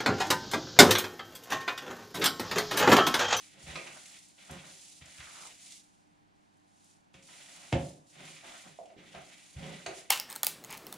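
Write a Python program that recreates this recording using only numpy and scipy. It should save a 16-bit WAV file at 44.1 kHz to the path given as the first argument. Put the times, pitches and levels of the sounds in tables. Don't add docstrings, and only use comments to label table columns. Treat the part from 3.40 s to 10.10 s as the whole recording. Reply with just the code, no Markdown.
import sys
import numpy as np
from scipy import signal
from scipy.fft import rfft, irfft
from scipy.io import wavfile

SR = 44100
rng = np.random.default_rng(int(sys.argv[2]) if len(sys.argv) > 2 else 0)


def digitize_waveform(pressure):
    field = np.atleast_2d(pressure).T
    bounded = np.clip(field, -1, 1)
    quanta = np.round(bounded * 32767).astype(np.int16)
    wavfile.write(sys.argv[1], SR, quanta)


N = 295460
TIME = np.arange(N) / SR


# start_s [s], attack_s [s], hold_s [s], release_db_per_s [dB/s], level_db [dB]
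SLIDES = [(-0.05, 0.045, 0, 75, -54), (0.158, 0.1, .52, 74, -55.5), (0.873, 0.21, .1, 35, -59.5),
          (1.21, 0.088, 0.22, 71, -55.5), (1.606, 0.16, 0.16, 69, -55), (1.86, 0.2, 0, 80, -51.5),
          (2.157, 0.094, 0.11, 145, -54), (2.47, 0.017, .0, 42, -72), (2.94, 0.026, 0.49, 60, -81.5),
          (3.21, 0.2, 0.11, 100, -70.5), (3.39, 0.12, 0, 150, -68), (3.725, .02, 0.053, 60, -70),
          (3.79, 0.12, .38, 68, -57), (4.352, 0.075, 0.066, 147, -56), (4.644, 0.047, 0.31, 38, -63.5),
          (4.82, 0.039, 0.068, 80, -57), (5.0, 0.085, 0.16, 70, -57.5), (5.53, 0.22, 0.02, 39, -64.5),
          (5.78, 0.11, .3, 36, -60.5), (6.154, .14, 0.21, 56, -60.5), (6.479, 0.12, 0, 226, -53.5)]
# start_s [s], attack_s [s], hold_s [s], release_db_per_s [dB/s],
# squeeze_db [dB], wall_scrape_db [dB], bowl_judder_db [dB]
PRESSES = [(-0.02, 0.0093, 0.054, 63, -58.5, -66.5, -80), (0.094, 0.12, 0.32, 60, -58, -64, -63),
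           (0.252, 0.032, 0.079, 90, -47.5, -51, -53.5), (0.459, 0.0099, 0.087, 55, -57.5, -55, -75),
           (0.69, 0.037, 0.042, 164, -57, -68, -93), (0.975, 0.01, .1, 63, -56, -63, -73.5),
           (1.091, 0.0083, 0.06, 48.5, -52, -49.5, -54.5), (1.608, 0.0048, 0.044, 42, -56, -62, -72),
           (1.77, 0.015, 0.32, 110, -55.5, -64.5, -73), (2.188, 0.018, 0.12, 186, -61.5, -70, -94),
           (3.739, 0.0098, 0.065, 75, -66.5, -86, -64), (3.861, 0.045, 0.52, 160, -57, -61.5, -71.5),
           (4.691, 0.16, 0, 44, -51, -57, -58), (5.018, 0.033, 0.11, 70, -52.5, -52.5, -72.5),
           (5.248, 0.013, 0.034, 128, -71, -60, -57.5), (5.488, 0.0092, 0, 151, -69, -72, -95.5),
           (5.555, 0.038, 0.18, 30, -58, -64.5, -67), (5.733, 0.014, 0.036, 67, -57.5, -53, -55.5),
           (5.85, 0.085, 0, 41, -58.5, -64, -88), (6.123, 0.14, 0.068, 64, -48.5, -53.5, -45.5),
           (6.48, 0.04, 0.089, 111, -56, -58, -72)]
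PUSH_RELEASE_RATIO = 1.69


def hand():
    slide = sum((from_db(db) * gesture(*shape)) ** 2 for *shape, db in SLIDES)
    squeeze = scrape = judder = 0
    for start_s, attack_s, hold_s, release, squeeze_db, scrape_db, judder_db in PRESSES:
        fingers = gesture(start_s, attack_s, hold_s, release)
        push = gesture(start_s, attack_s, hold_s, release * PUSH_RELEASE_RATIO)
        squeeze = squeeze + (from_db(squeeze_db) * fingers) ** 2
        scrape = scrape + (from_db(scrape_db) * push) ** 2
        judder = judder + (from_db(judder_db) * push) ** 2
    return np.sqrt([slide, squeeze, scrape, judder])


def gesture(start_s, attack_s, hold_s, release_db_per_s):
    t = TIME - start_s
    swell = np.sin(np.pi / 2 * np.clip(t / attack_s, 0, 1)) ** 2
    return swell * from_db(-release_db_per_s * np.maximum(t - attack_s - hold_s, 0))


# pitch_hz [Hz], relative level_db [dB per Hz]
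SLIDE_COLOUR = [(1200, -37), (2600, -5), (4200, -1), (5500, -1), (7200, 3), (8400, -1.5), (9800, 1),
                (11500, -18.5), (14000, -19), (15600, -49)]
# pitch_hz [Hz], relative level_db [dB per Hz]
SQUEEZE_COLOUR = [(700, -18), (1600, -8), (2050, 1.5), (2600, -1.5), (3500, -1.5), (4600, -10.5),
                  (7000, -15), (12000, -34)]
# pitch_hz [Hz], relative level_db [dB per Hz]
SCRAPE_COLOUR = [(120, -15), (250, 0.5), (370, 0), (450, -27.5), (550, 2), (750, 7), (1000, 0.5),
                 (1500, 2.5), (2100, -5), (4000, -38.5)]
# pitch_hz [Hz], relative level_db [dB], t60_s [s]
BOWL = [(345, -14, .11), (393, -15, .13), (490, -8, .06), (538, 1, .15), (605, -4, .06), (678, -6, .13),
        (760, -8, .1), (826, -13, .11), (1210, -10, .06)]


def rubbing(room, sliding, squeezing, scraping):
    rustle = grains(per_s=22000, spread_db=2.5, clump_db=1.6, clumps_per_s=110)
    slide = in_room(convolve(rustle, colour(SLIDE_COLOUR)), room, wet_db=-18)

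    bursts = grains(per_s=9000, spread_db=1.5, clump_db=2.5, clumps_per_s=82)
    squish = in_room(convolve(bursts, colour(SQUEEZE_COLOUR)), room, wet_db=-4.5)

    slips = grains(per_s=4000, spread_db=2.5, clump_db=3.0, clumps_per_s=61)
    wall = rms_one(convolve(slips, colour(SCRAPE_COLOUR)))
    bowl_ring = from_db(-27) * rms_one(ring(slips, BOWL))
    scrape = in_room(wall + bowl_ring, room, wet_db=-7)

    return (from_db(1.0) * sliding * rms_one(slide)
            + from_db(-2.0) * squeezing * rms_one(squish)
            + from_db(-1.5) * scraping * rms_one(scrape))


# time_s [s], pitch_hz [Hz], level_db [dB]
HOLLOW = [(1.62, 2600, -102), (1.73, 2040, -65.5), (1.83, 1400, -55), (1.94, 1310, -60.5),
          (2.04, 1110, -54.5), (2.11, 810, -62.5), (2.22, 574, -97)]


def hollow(width_hz):
    time_s, pitch_hz, level_db = np.transpose(HOLLOW)
    slips = grains(per_s=2000, spread_db=2.5, clump_db=2.0, clumps_per_s=80)
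    turn = np.exp(2j * np.pi * np.cumsum(np.interp(TIME, time_s, pitch_hz)) / SR)
    lowpass = signal.butter(2, width_hz / 2, fs=SR, output="sos")
    rung = turn * signal.sosfilt(lowpass, slips / turn)
    return from_db(np.interp(TIME, time_s, level_db)) * rms_one(rung.real)


# [s, to 1/e]
CLICKS = [(0.356, -23, -2.5, 0.0093), (0.378, -32, -4.5, 0.0027), (0.472, -30.5, -2, 0.0089),
          (0.617, -41, 13, .004), (0.657, -33.5, 9.5, 0.0031), (0.886, -33, 21, 0.00087),
          (1.11, -30, 22, .0043), (1.339, -35.5, -4, 0.0011), (1.658, -37, 14, 0.0037),
          (1.803, -34.5, -1, 0.011), (2.321, -32, 11, 0.0053), (3.17, -56, 19, .003),
          (3.444, -44.5, 26, 0.0032), (3.741, -39.5, -2.5, 0.011), (3.825, -43.5, 8, 0.0087),
          (3.887, -40, -5, 0.0055), (4.874, -37.5, -4.5, 0.0073), (4.961, -40.5, 1.5, 0.029),
          (5.457, -42, 7, 0.0029), (5.502, -45, -4, 0.0044), (5.748, -32, -6, 0.0082),
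          (6.461, -22, -6.5, 0.0045), (6.463, -17, 4.5, 0.0024)]
# pitch_hz [Hz], relative level_db [dB per Hz]
CLICK_COLOUR = [(40, -58), (200, -27.5), (350, -5.5), (550, -23), (850, -7), (1250, 1.5), (1700, 3),
                (2300, 15), (3500, 7), (5500, 2), (7200, 0.5), (10000, -16), (11500, -25), (15500, -60)]
BOWL_SHAKE_DB = -44


def wet_clicks(room, size=4000):
    snaps, t = np.zeros(N), TIME[:size]
    for start_s, snap_db, bright_db, decay_s in CLICKS:
        swell_and_die = np.exp(-t / decay_s) * (1 - np.exp(-t / 0.000078))
        run = rng.standard_normal(size) * (rng.random(size) < .6) * swell_and_die
        add(snaps, start_s, from_db(snap_db) * signal.fftconvolve(run, colour(CLICK_COLOUR, bright_db)))
    direct = from_db(-11.5) * in_room(snaps, room, wet_db=0.0)
    bowl_ring = in_room(ring(snaps, BOWL), room, wet_db=6.5)
    return direct + from_db(BOWL_SHAKE_DB) * bowl_ring


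def crackle(room, squeezing):
    slips = grains(per_s=70, spread_db=0.5, clump_db=2.0, clumps_per_s=12)
    tears = convolve(slips, colour(CLICK_COLOUR, tilt_db=-3.0))
    return from_db(-15.5) * squeezing * rms_one(in_room(tears, room, wet_db=-6))


# start_s [s], relative level_db [dB], pitch_hz [Hz], t60_s [s]
PLOPS = [(0.372, -32, 564, 0.02), (5.3885, -27, 668, 0.017), (5.424, -36, 625, 0.012),
         (5.502, -42, 694, 0.016), (5.566, -35, 310, 0.013), (5.748, -31, 694, 0.017),
         (6.463, -24.5, 688, 0.017), (6.492, -37, 550, .02)]


def plops(room):
    pockets, t = np.zeros(N), TIME[:SR // 10]
    for start_s, level_db, pitch_hz, t60_s in PLOPS:
        envelope = np.exp(-np.log(1000) * t / t60_s) * (1 - np.exp(-t / 0.0015))
        add(pockets, start_s, from_db(level_db) * np.sin(2 * np.pi * pitch_hz * t) * envelope)
    left_right = from_db([[-4], [2]])
    return in_room(pockets * left_right, room, wet_db=2.5)


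# start_s [s], relative force_db [dB], contact_s [s]
BLOWS = [(0.227, -44.5, 0.0097), (0.276, -36, 0.013), (1.095, -49, 0.0026), (1.108, -46, 0.002),
         (1.606, -47, 0.0066), (1.781, -44.5, 0.0084), (3.738, -57, 0.00079), (4.3234, -27, 0.0011),
         (4.332, -32.5, 0.0026), (4.350, -27.5, 0.00091), (4.394, -40.5, 0.0035), (5.75, -53, 0.0029),
         (6.152, -34, 0.007), (6.463, -52.5, 0.0017)]
# pitch_hz [Hz], relative level_db [dB], t60_s [s]
WORKTOP = [(60, -9, .2), (80, -5, .3), (126, -6, .34), (153, -4, .42), (182, -11, .25), (232, -9, .15),
           (271, -6, .42), (312, -10, .15), (348, -8, .28), (393, -10, .36), (489, -16, .15),
           (539, -5, .36), (678, -12, .36), (724, -16, .3), (760, -17, .24), (886, -15, .18)]
# [dB of energy, direct sound]
CRACKS = [(4.3252, -16.5), (4.3256, -11), (4.3279, 1), (4.3335, -14)]
# pitch_hz [Hz], relative level_db [dB per Hz]
CRACK_COLOUR = [(40, -36), (130, 19), (280, 16.5), (450, -1.5), (560, 16), (800, 6.5), (1200, -5.5),
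                (2200, -1), (3100, -1.5), (4200, -13), (7000, -16.5), (10000, -27), (15000, -62)]


def knocks(room):
    force, cracks = np.zeros(N), np.zeros(N)
    for start_s, force_db, contact_s in BLOWS:
        push = np.sin(np.pi * np.minimum(TIME[:SR // 20] / contact_s, 1)) ** 2
        add(force, start_s, from_db(force_db) * push / push.sum())
    for start_s, level_db in CRACKS:
        add(cracks, start_s, from_db(level_db) * colour(CRACK_COLOUR))
    boom = ring(force, WORKTOP[::2]) - ring(force, WORKTOP[1::2])
    return in_room(boom, room, wet_db=-17) + in_room(cracks, room, wet_db=1.0)


# pitch_hz [Hz], relative level_db [dB per Hz]
DRAG_COLOUR = [(50, -23), (110, -29), (152, 4), (200, -0.5), (290, -10), (400, -7.5), (600, -6.5),
               (1500, -17)]
LEANING_DAMPING = 2.4


def drags(room, juddering):
    slips = grains(per_s=500, spread_db=3.0, clump_db=3.5, clumps_per_s=45)
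    damped = [(hz, db, t60_s / LEANING_DAMPING) for hz, db, t60_s in WORKTOP]
    judder = convolve(ring(slips, damped), colour(DRAG_COLOUR))
    return juddering * rms_one(in_room(judder, room, wet_db=1))


# pitch_hz [Hz], relative level_db [dB per Hz]
FLOOR = [(25, -12.5), (60, -11), (110, -11.5), (160, 3), (300, -2.5), (480, -13), (780, -1.5), (1100, -8.5),
         (2500, -17.5), (6000, -26.5), (9800, -35), (11500, -37), (15000, -50)]
# pitch_hz [Hz], left-right likeness [-1 to 1]
AIR_LIKENESS = [(60, 0.56), (110, -0.35), (200, -0.17), (380, -0.12), (700, -0.75), (1300, -0.82),
                (2400, 0.3), (4400, 0.5), (8100, 0.38), (15000, -0.091)]
# [dB, about which it wavers]
HUM = [(100, -82.5), (200, -88), (300, -77)]


def background(air_db, waver_db):
    air = rms_one(convolve(two_ears(rng.standard_normal((2, N)), AIR_LIKENESS), colour(FLOOR)))
    hum = 0
    for pitch_hz, level_db in HUM:
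        waver = np.interp(TIME, np.linspace(0, TIME[-1], num=50), rng.standard_normal(size=50))
        tone = np.sqrt(2) * np.sin(2 * np.pi * (pitch_hz * TIME + rng.random()))
        hum = hum + from_db(level_db + waver_db * waver) * tone
    return from_db(air_db) * air + hum


# pitch_hz [Hz], t60_s [s]
ROOM_T60 = [(100, .42), (600, .5), (1500, .34), (4000, .28), (12000, .2)]


def kitchen(first_echo_s, size=26000):
    t = TIME[:size]
    white = rfft(two_ears(rng.standard_normal((2, size))))
    hz = np.arange(size // 2 + 1) * SR / size
    tail = 0
    for centre_hz in 31.25 * 2 ** np.arange(10):
        band = np.maximum(1 - np.abs(np.log2(np.maximum(hz, 1) / centre_hz)), 0)
        decay = np.exp(-np.log(1000) * t / at_hz(ROOM_T60, centre_hz))
        tail = tail + irfft(white * band) * decay
    onset = np.clip(t / first_echo_s - 1, 0, 1)
    return rms_one(tail * onset) / np.sqrt(size)


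def in_room(x, room, wet_db):
    return x + from_db(wet_db) * convolve(np.atleast_2d(x).mean(axis=0), room)


# pitch_hz [Hz], left-right likeness [-1 to 1]
LIKENESS = [(150, .965), (330, .95), (600, .45), (1100, -.1), (2000, .65), (3600, .72), (6000, .33),
            (8500, -.05), (11000, .2), (15000, .7)]


def two_ears(pair, likeness=LIKENESS):
    mid, side = rfft(pair)
    alike = np.clip(at_hz(likeness, np.linspace(0, SR / 2, len(mid))), -.99, .995)
    left_right = np.sqrt(1 + alike) * mid + np.sqrt(1 - alike) * side * [[1], [-1]]
    return irfft(left_right, pair.shape[1]) / np.sqrt(2)


def grains(per_s, spread_db, clump_db, clumps_per_s):
    knots = rng.standard_normal(4000)
    clumps = np.interp(TIME * clumps_per_s, np.arange(len(knots)), knots)
    sizes = from_db(spread_db * np.minimum(rng.exponential(1, (2, N)), 4) + clump_db * clumps)
    signs = rng.choice([-1, 1], (2, N))
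    happens = rng.random((2, N)) < per_s / SR
    return two_ears(sizes * signs * happens)


def ring(force, modes):
    out = 0
    for hz, db, t60_s in modes:
        radius = np.exp(-np.log(1000) / (t60_s * SR))
        angle = 2 * np.pi * hz / SR
        poles = [1, -2 * radius * np.cos(angle), radius * radius]
        out = out + from_db(db) * signal.lfilter([.5, 0, -.5], poles, force + 1e-18)
    return out


def colour(spectrum, tilt_db=0, size=2048):
    hz = np.maximum(np.arange(size // 2 + 1) * SR / size, 20)
    cepstrum = irfft(np.log(from_db(at_hz(spectrum, hz) + tilt_db * np.log2(hz))))
    cepstrum[1:size // 2] *= 2
    cepstrum[size // 2 + 1:] = 0
    response = irfft(np.exp(rfft(cepstrum)))
    return response / np.linalg.norm(response)


def convolve(x, response):
    return signal.oaconvolve(np.atleast_2d(x), np.atleast_2d(response), axes=1)[:, :N]


def add(track, start_s, sound):
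    start = round(start_s * SR)
    track[start:start + len(sound)] += sound[:N - start]


def at_hz(points, hz):
    table_hz, values = np.array(points).T
    return np.interp(np.log(np.maximum(hz, 1)), np.log(table_hz), values)


def from_db(db):
    return 10 ** (np.asarray(db) / 20)


def rms_one(x):
    return x / np.sqrt(np.mean(x ** 2) + 1e-20)


def scene():
    at_hand, at_meat, at_foot = (kitchen(first_echo_s=0.001) for place in range(3))
    sliding, squeezing, scraping, juddering = hand()
    meat = rubbing(at_hand, sliding, squeezing, scraping) + hollow(width_hz=600)
    meat = meat + crackle(at_meat, squeezing) + wet_clicks(at_meat) + plops(at_hand)
    bowl = knocks(at_foot) + drags(at_foot, juddering)
    return meat + bowl + background(air_db=-66.0, waver_db=2.2)


# pitch_hz [Hz], left minus right level_db [dB]
BALANCE_DB = [(150, -.6), (350, -.8), (600, -3), (1100, -.8), (3500, -1.4), (5500, -2.3), (7800, -2),
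              (9000, 3.5), (11000, .5)]
CUTOFF_HZ = 15700


def record(dry):
    hz = np.arange(N // 2 + 1) * SR / N
    port_gains = from_db(at_hz(BALANCE_DB, hz) * np.array([[.5], [-.5]]))
    ports = irfft(rfft(dry) * port_gains, N)
    lowpass = signal.ellip(10, .2, 80, CUTOFF_HZ, fs=SR, output="sos")
    return signal.sosfilt(lowpass, ports)


dry = scene()
out = record(dry)
digitize_waveform(out)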